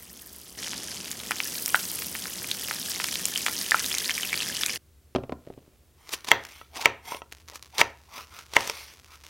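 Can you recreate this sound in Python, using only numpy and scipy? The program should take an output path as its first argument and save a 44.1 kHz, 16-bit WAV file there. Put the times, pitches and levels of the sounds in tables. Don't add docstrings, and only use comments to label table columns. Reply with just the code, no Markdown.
import sys
import numpy as np
from scipy import signal
from scipy.fft import rfft, irfft
from scipy.io import wavfile

SR = 44100
rng = np.random.default_rng(int(sys.argv[2]) if len(sys.argv) > 2 else 0)


def generate_wav(signal):
    frames = np.transpose(np.atleast_2d(signal))
    scaled = np.clip(frames, -1, 1) * 32767
    pcm = np.round(scaled).astype(np.int16)
    wavfile.write(sys.argv[1], SR, pcm)


N = 409688
T = np.arange(N) / SR

# frequency in Hz, relative level in dB.
ROOM_SPECTRUM = [(15, -50), (25, -30.5), (69, -6.5), (89, -8.5), (104, -27), (119, -13.5), (198, -25.5),
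                 (260, -19.5), (281, -38.5), (313, -22), (871, -36), (15500, -40)]
ROOM_RMS_DB = -60.5
# frequency in Hz, relative level in dB.
ECHO_SPECTRUM = [(80, 4.5), (300, -2), (900, -5.5), (1400, -1.5), (2200, -11), (3500, -8.5), (6000, -3),
                 (9000, -9), (16000, -2)]

# time in seconds, crackle level in dB, fine spray level in dB.
FRYING_VIGOUR = [(0.72, -40.5, -47), (0.77, -41, -47.5), (1.23, -44, -42.5), (1.43, -39, -40.5),
                 (1.63, -41, -37), (1.82, -39.5, -37.5), (2.35, -41.5, -41.5), (2.91, -38, -40),
                 (3.84, -36.5, -39.5), (4.62, -38, -41.5)]
# frequency in Hz, relative level in dB.
CHURN_SPECTRUM = [(25, -34), (60, -17), (120, -1), (200, 1.5), (420, -1.5), (750, -8.5), (1200, -10),
                  (2500, -16.5), (5000, -47)]
CRACKLE_SPECTRUM = [(400, -28), (1000, -14.5), (2200, -11.5), (3100, -5), (4000, -5.5), (5000, 0.5),
                    (6300, 0.5), (7500, -3.5), (11000, -3), (16000, -22.5)]
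SPRAY_SPECTRUM = [(2000, -38.5), (6000, -22.5), (8000, 2.5), (10500, 5), (13000, 7), (16000, 5)]
# dB while simmering, dB at usual vigour, dB per dB of vigour.
CHURN_GAIN = (-56.5, -47, 0.17)
BUBBLE_GAIN = (-63, -47.5, 1.4)
CRACKLE_GAIN = (-50.5, -36.5, 1)
SPRAY_GAIN = (-49.5, -37.5, 1.9)
# burst time in seconds, relative level in dB, pitch in Hz,
# relative ring length in cycles.
BIG_POPS = [(.733, -11, 2240, 1.9), (1.3095, -13, 1500, 7.6), (1.3178, -10.5, 2370, 5),
            (1.403, -9, 2460, 6.9), (1.7452, -6, 1458, 11.6), (1.755, -6.5, 2620, 3.3),
            (2.152, -18, 2100, 6), (2.2562, -16, 2064, 3.7), (2.5141, -11.5, 3780, 15),
            (2.711, -13, 1770, 5), (3.0007, -10, 1960, 3.2), (3.043, 2, 2860, 1.14),
            (3.1562, -7, 3840, 3.4), (3.3593, -18, 3053, 43), (3.4644, -5, 2164, 3.5),
            (3.483, -6.5, 1670, 1.7), (3.7188, -9, 1750, 23), (3.7445, -8, 1410, 16),
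            (3.9503, -15, 5990, 25), (4.095, -14, 2170, 17), (4.179, -19.5, 2360, 26),
            (4.342, -10, 2600, 4.3), (4.635, -7, 3010, 4)]
# time in seconds, relative level in dB.
OIL_SPITS = [(1.115, -11), (1.3098, -10.5), (1.66, -5), (2.516, -12), (3.041, -12), (3.255, -3),
             (3.376, -8), (3.463, -6.5), (3.71, -3), (3.795, -8), (3.984, -5), (4.662, -3.5)]
# frequency in Hz, relative level in dB.
SPIT_SPECTRUM = [(300, -32), (1500, -9), (4000, 1), (6500, 6), (10000, -0.5), (16000, -14)]
# frequency in Hz, relative level in dB, t60 in seconds.
PAN_MODES = [(864, -27.5, 0.1), (1390, -24, 0.16), (1980, -26.5, 0.091)]

# time in seconds, slap peak in dB.
LANDINGS = [(5.15, -15), (5.1601, -11), (5.184, -25), (5.236, -29), (5.295, -23), (5.322, -21.5),
            (5.473, -31.5), (5.502, -31), (5.577, -36), (5.678, -46)]
# frequency in Hz, relative level in dB.
FLESH_SPECTRUM = [(60, -20.5), (200, -10), (400, -4.5), (600, -2), (850, -12.5), (1200, -12.5), (1700, -19),
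                  (3000, -17), (5000, -25), (15000, -39)]
# frequency in Hz, relative level in dB, t60 in seconds.
COUNTER_MODES = [(75.6, -10.5, 0.82), (133, -9.5, 0.37), (195, -29, .1), (278.7, -2.5, 0.18),
                 (374, -1, 0.074)]

# time of the height in seconds, length in seconds,
# relative level in dB, hollow pitch at the height in Hz, relative steel level in dB.
BLADE_SLIDES = [(6.137, 0.35, -54, 1254, -2), (6.531, 0.32, -51, 2920, -1), (6.798, 0.15, -40, 832, -11),
                (7.121, 0.17, -39.5, 902, 0), (7.544, 0.062, -53, 916, -17), (7.767, 0.085, -44, 880, -7.5),
                (8.174, 0.17, -40, 1114, -17.5), (8.369, 0.17, -46.5, 1290, -7.5),
                (8.791, 0.36, -43, 4330, -2), (9.129, 0.12, -51, 1290, -7)]
# frequency in Hz, relative level in dB.
RUB_SPECTRUM = [(100, -18.5), (300, -7), (800, 1.5), (1500, -3), (2200, 3), (4000, -2), (6000, -0.5),
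                (7200, -13), (11000, -11), (16000, -11)]
# frequency in Hz, relative level in dB, t60 in seconds.
BLADE_MODES = [(2170, 6, 0.013), (3310, -1, 0.02), (5600, -6, 0.041), (6200, -10, .05),
               (7380, -10.5, 0.091), (8900, -2, 0.035), (10000, -6.5, 0.045), (11760, -6, 0.036),
               (13900, -4.5, .03)]
# time in seconds, relative level in dB.
SKIN_SNAPS = [(6.092, -22.5), (6.137, -12), (6.246, -21.5), (6.287, -12), (6.451, -22), (6.812, -19.5),
              (7.324, -22), (7.485, -27.5), (7.557, -21.5), (7.626, -25), (7.782, -8.5), (7.811, -7),
              (8.389, -27), (8.536, -17.5), (8.563, -13.5), (8.607, -15), (8.675, -12), (8.698, -10.5),
              (9.245, -39)]
# time of the height in seconds, length in seconds, level in dB,
# relative treble level in dB.
CELL_RUNS = [(6.137, 0.051, -35, 8), (6.285, 0.04, -32, -7), (6.769, 0.041, -33.5, -3.5),
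             (6.82, 0.04, -33, -4.5), (7.557, 0.041, -47, 7), (7.799, 0.037, -21, -10.5),
             (8.641, 0.24, -36, -3)]
# frequency in Hz, relative level in dB.
SKIN_SPECTRUM = [(100, -14.5), (400, -0.5), (700, -2), (1000, 3.5), (1600, -0.5), (2300, 2), (4000, 0.5),
                 (6000, 0.5), (7800, -6.5), (11000, -8.5), (16000, -14.5)]
# time in seconds, relative level in dB, blade ring in Hz,
# relative edge click in dB, relative overtone in dB, last crunch level in dB.
BOARD_CHOPS = [(6.3156, -0.5, 2100, 3.5, 1.5, -29), (6.8574, -2.5, 2266, -4, -15, -27),
               (7.8144, -5, 2240, -9, -20, -21), (8.5663, -4, 2130, -10.5, -9, -27)]
# time in seconds, relative level in dB.
BOARD_TAPS = [(6.614, -30), (7.1211, -22), (7.147, -21.5), (7.219, -27), (7.524, -34.5), (8.179, -30),
              (8.697, -22.5)]
# frequency in Hz, relative level in dB, t60 in seconds.
BOARD_MODES = [(133, -24, 0.065), (259, -37, 0.022), (349, -40, 0.024), (458, -25.5, 0.098),
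               (588, -16, 0.037), (720, -16, 0.027), (955, -3, 0.018), (1093, -15.5, 0.027),
               (1301, -10, 0.025), (1927, -12, 0.031), (2710, -1, 0.0086), (3207, -17.5, 0.033),
               (5820, -16, 0.016)]

FRY_START_S, FRY_END_S = 0.575, 4.778
USUAL_VIGOUR_DB = -39
TURNED_S, WET_SIDE_DB_PER_S = 3.5, 5
LESSER_POPS_PER_S, LESSER_POPS_RMS_DB, LESSER_POPS_DB_PER_DB = 26, -42.5, 1.6
MIN_CYCLES, DRY_EXTRA_CYCLES, WET_EXTRA_CYCLES = 3, 6.3, 35
WETTING_S = 0.76
SLAP_HZ, SLAP_OCTAVES_PER_DB = 4500, 0.15
BOOM_DB = -12
SLIDE_RISE_SHARE, CRUNCH_RISE_SHARE = 0.5, 0.56
GLIDE_OCTAVES_PER_S = 2.5
HOLLOW_DB, HOLLOW_DB_PER_OCTAVE = 1, -1.5
BREAK_RISE_S, BREAK_FALL_S, BREAK_TREBLE_DB = 0.02, 0.005, -10.5
CUTOFF_HZ = 15900


def from_db(db):
    return 10 ** (np.asarray(db) / 20)


def rms_one(x):
    return x / np.sqrt(np.mean(x ** 2) + 1e-20)


def drift(per_s):
    return rms_one(np.interp(T * per_s, np.arange(4000), rng.standard_normal(4000)))


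def through(x, response):
    return signal.oaconvolve(x, response)[:N]


def cut(x, hz, kind, order=2):
    return signal.sosfilt(signal.butter(order, hz, kind, fs=SR, output="sos"), x)


def shape(spectrum, size=4096):
    hz, db = np.transpose(spectrum)
    grid_hz = np.maximum(np.fft.rfftfreq(size, 1 / SR), 1)
    grid_db = np.interp(np.log(grid_hz), np.log(hz), db)
    cepstrum = irfft(np.log(from_db(grid_db)))
    cepstrum[1:size // 2] *= 2
    response = irfft(np.exp(rfft(cepstrum[:size // 2], size)))
    return response / np.abs(response).max()


def ring(hz, t60_s):
    t = T[:int(1.3 * t60_s * SR) + 2]
    return np.sin(2 * np.pi * hz * t) * from_db(-60 * t / t60_s)


def add(track, s, sound):
    at = round(s * SR)
    track[at:at + len(sound)] += sound[:N - at]


def strike(modes, vary_db=0):
    out = np.zeros(N)
    for hz, db, t60_s in modes:
        add(out, 0, from_db(db + vary_db * rng.standard_normal()) * ring(hz, t60_s))
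    return out[:SR]


def grains(per_s, spread_db):
    size_db = spread_db * np.minimum(rng.exponential(1, N), 4.5)
    sizes = from_db(size_db) * rng.choice([-1, 1], N)
    return rms_one(sizes * (rng.random(N) < per_s / SR))


def scatter(db, t60_s, size=2048):
    response = rng.standard_normal(size) * from_db(-60 * T[:size] / t60_s)
    response *= from_db(db) / np.linalg.norm(response)
    response[0] = 1
    return response


def swell(s, rise_s, fall_s):
    distance = (T - s) / np.where(T < s, rise_s, fall_s)
    return from_db(-20 * np.minimum(distance ** 2, 10))


def kitchen(x, wet_db, t60_s, treble_t60_s):
    t, noise = T[:SR], rng.standard_normal(SR)
    low = signal.sosfiltfilt(signal.butter(1, 3500, fs=SR, output="sos"), noise)
    tail = low * from_db(-60 * t / t60_s) + (noise - low) * from_db(-60 * t / treble_t60_s)
    tail = through(tail * (1 - np.exp(-t / 0.0038)), shape(ECHO_SPECTRUM))
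    return from_db(wet_db) * through(x, tail / np.linalg.norm(tail))


def room_tone():
    response = shape(ROOM_SPECTRUM)
    centre, wide = [rms_one(through(rng.standard_normal(N), response)) for _ in range(2)]
    return from_db(ROOM_RMS_DB) * (centre + from_db(-15.0) * wide * [[1], [-1]])


def hum():
    return from_db(-63.0 + 2.9 * drift(13)) * np.sin(2 * np.pi * 74 * T + .7 * drift(22))


def loudness(layer, vigour_db):
    simmer_db, usual_db, db_per_db = layer
    frying_db = usual_db + db_per_db * (vigour_db - USUAL_VIGOUR_DB)
    return from_db(np.where(T < FRY_START_S, simmer_db, frying_db))


def bubbles(per_s, spread_db, low_hz, high_hz, cycles, count=16):
    bursts, dealt = grains(per_s, spread_db), rng.integers(0, count, N)
    out = np.zeros(N)
    for k, hz in enumerate(np.geomspace(low_hz, high_hz, count)):
        out += through(bursts * (dealt == k), ring(hz, cycles / hz))
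    return rms_one(out)


def fizz(spectrum, per_s, spread_db, hiss_db, ringing_db):
    ticks = grains(per_s * from_db(2 * drift(40)), spread_db)
    ringing = bubbles(per_s=1800, spread_db=4.5, low_hz=3000, high_hz=14500, cycles=13)
    hiss = rng.standard_normal(N)
    mix = ticks + from_db(ringing_db) * ringing + from_db(hiss_db) * hiss
    return rms_one(through(mix, shape(spectrum)))


def pops():
    out, kicks, spit = np.zeros(N), np.zeros(N), shape(SPIT_SPECTRUM)
    for s, db, hz, cycles in BIG_POPS:
        burst = signal.convolve(ring(hz, .8 * cycles / hz), scatter(db=-9, t60_s=.025))
        add(out, s, from_db(db + 6.5) * cut(burst, 0.54 * hz, "high"))
        add(out, s, from_db(db - 16.5) * spit)
        add(kicks, s, from_db([db]) * min(1400 / hz, 1) ** 4)
    for s, db in OIL_SPITS:
        add(out, s, from_db(db - 1) * signal.convolve(spit, scatter(db=0, t60_s=0.005)))
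    return out + cut(through(kicks, strike(PAN_MODES)), 500, "high")


def lesser_pops(vigour_db):
    out, spit = np.zeros(N), shape(SPIT_SPECTRUM)
    span_s = FRY_END_S - FRY_START_S
    for when, size, damping, strength in rng.random((int(LESSER_POPS_PER_S * span_s), 4)):
        s, gain = FRY_START_S + when * span_s, from_db(-9 * strength)
        hz = 2200 * 3.0 ** (size ** 1.26)
        extra = np.interp(s, [TURNED_S, TURNED_S + WETTING_S], [DRY_EXTRA_CYCLES, WET_EXTRA_CYCLES])
        cycles = MIN_CYCLES + damping * extra
        add(out, s, gain * signal.convolve(ring(hz, cycles / hz), scatter(db=-7, t60_s=.025)))
        add(out, s, gain * from_db(-2) * spit)
    out = cut(out, 900, "high")
    level_db = LESSER_POPS_RMS_DB + LESSER_POPS_DB_PER_DB * (vigour_db - USUAL_VIGOUR_DB)
    return from_db(level_db) * out / out[T < FRY_END_S].std()


def frying():
    s, *columns = np.transpose(FRYING_VIGOUR)
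    vigour_db, spray_db = [np.interp(T, s, c) for c in columns]
    wet_side = from_db(WET_SIDE_DB_PER_S * np.maximum(T - TURNED_S, 0))
    churn = rms_one(through(grains(per_s=7500, spread_db=4.0), shape(CHURN_SPECTRUM)))
    bubbling = cut(bubbles(per_s=700, spread_db=4.5, low_hz=1670, high_hz=3400, cycles=34), 700, "high")
    crackle = fizz(CRACKLE_SPECTRUM, per_s=1100, spread_db=5.0, hiss_db=-11, ringing_db=1.5)
    spray = fizz(SPRAY_SPECTRUM, per_s=590, spread_db=7.5, hiss_db=-11.0, ringing_db=4.5)
    out = loudness(CHURN_GAIN, vigour_db) * churn
    out += loudness(BUBBLE_GAIN, vigour_db) * wet_side * bubbling
    out += loudness(CRACKLE_GAIN, vigour_db) * crackle
    out += loudness(SPRAY_GAIN, spray_db) * spray
    out += pops() + lesser_pops(vigour_db)
    out += kitchen(out, wet_db=-14.0, t60_s=0.18, treble_t60_s=0.12)
    return out * np.clip((FRY_END_S - T) / 0.0078, 0, 1)


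def thuds():
    out = np.zeros(N)
    for s, db in LANDINGS:
        soft_hz = min(SLAP_HZ * 2 ** (SLAP_OCTAVES_PER_DB * db), SR / 3)
        slap = signal.convolve(shape(FLESH_SPECTRUM), scatter(db=5, t60_s=.025))
        slap = cut(slap, soft_hz, "low", order=1)
        boom = cut(strike(COUNTER_MODES, vary_db=1.5), 55, "high")
        add(out, s, from_db(db) * slap / np.abs(slap).max())
        add(out, s, from_db(db + BOOM_DB) * boom / np.abs(boom).max())
    return out


def rocking():
    bumps = rms_one(through(grains(per_s=170, spread_db=3.0), shape(FLESH_SPECTRUM)))
    return from_db(-62.5) * swell(s=5.45, rise_s=0.084, fall_s=0.51) * bumps


def sliding():
    stick_slip = from_db(2.5 * drift(110))
    friction = grains(per_s=4500, spread_db=4.0) * stick_slip
    rub = rms_one(through(friction, shape(RUB_SPECTRUM)))
    steel = rms_one(through(friction, strike(BLADE_MODES)))
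    breadth = rms_one(cut(friction, 160, "low"))
    out = np.zeros(N)
    for s, length_s, db, hz, steel_db in BLADE_SLIDES:
        near = np.abs(T - s) < .45
        t = T[near]
        closing = 2 ** (GLIDE_OCTAVES_PER_S * np.clip(t - s, -.15, .15))
        hollow = np.interp((t - t[0]) * hz / 1000, T, breadth)
        hollow *= np.sin(2 * np.pi * np.cumsum(hz * closing) / SR)
        hollow_db = HOLLOW_DB + HOLLOW_DB_PER_OCTAVE * np.log2(hz / 1000)
        bent = np.interp(t[0] + np.cumsum(closing ** .22) / SR, T, steel)
        swept = rub[near] + .3 * np.interp(t - .0008 / closing, T, rub)
        stroke = swept + from_db(hollow_db) * hollow + from_db(steel_db) * bent
        envelope = swell(s, length_s * SLIDE_RISE_SHARE, length_s * (1 - SLIDE_RISE_SHARE))
        out[near] += from_db(db - 2.0) * envelope[near] * stroke
    return out


def cutting():
    breaks, tearing = np.zeros((2, N))
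    for s, db in SKIN_SNAPS:
        add(breaks, s, from_db(db - 5.0) * scatter(db=9, t60_s=0.013))
    cells = rms_one(through(grains(per_s=3800, spread_db=3.5), shape(SKIN_SPECTRUM)))
    dull = cut(cells, 5000, "low", order=1)
    runs = [(s, length_s * CRUNCH_RISE_SHARE, length_s * (1 - CRUNCH_RISE_SHARE), db, treble_db)
            for s, length_s, db, treble_db in CELL_RUNS]
    runs += [(s, BREAK_RISE_S, BREAK_FALL_S, crunch_db, BREAK_TREBLE_DB)
             for s, *_, crunch_db in BOARD_CHOPS]
    for s, rise_s, fall_s, db, treble_db in runs:
        coloured = dull + from_db(treble_db) * (cells - dull)
        tearing += from_db(db) * swell(s, rise_s, fall_s) * coloured
    return through(breaks, shape(SKIN_SPECTRUM)) + tearing


def fibres():
    ticks = rms_one(through(grains(per_s=400, spread_db=4.0), shape(SKIN_SPECTRUM)))
    snaps = rms_one(through(grains(per_s=140, spread_db=3.0), shape(SKIN_SPECTRUM)))
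    strain = np.max([swell(s, rise_s=0.028, fall_s=0.11) for s, _ in SKIN_SNAPS], axis=0)
    return from_db(-58.5) * swell(s=9.2, rise_s=2.2, fall_s=4.2) * ticks + from_db(-51) * strain * snaps


def chops():
    knife, wood = np.zeros((2, N))
    for s, db, hz, click_db, overtone_db, _ in BOARD_CHOPS:
        add(wood, s, from_db(db + 1) * strike(BOARD_MODES, vary_db=1.2))
        add(knife, s, from_db(db + 9.5) * ring(hz, t60_s=0.0081))
        add(knife, s, from_db(db + overtone_db) * ring(1.58 * hz, t60_s=0.012))
        add(knife, s, from_db(db + click_db) * scatter(db=-2, t60_s=0.0043))
    for s, db in BOARD_TAPS:
        tap = cut(strike(BOARD_MODES, vary_db=6.0), 2500, "low", order=1)
        add(wood, s, from_db(db - 2) * tap)
    return cut(knife, 510, "high") + cut(wood, 350, "high", order=1)


def scene():
    pan = frying()
    board = thuds() + rocking() + sliding() + cutting() + fibres() + chops()
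    board_echo = kitchen(board, wet_db=-16.5, t60_s=0.34, treble_t60_s=0.15)
    return pan + board + board_echo + hum() + room_tone()


def record(dry):
    clipped = dry / (1 + (dry / .9) ** 8) ** (1 / 8)
    return signal.sosfilt(signal.cheby1(16, .1, CUTOFF_HZ, fs=SR, output="sos"), clipped)


dry = scene()
out = record(dry)
generate_wav(out)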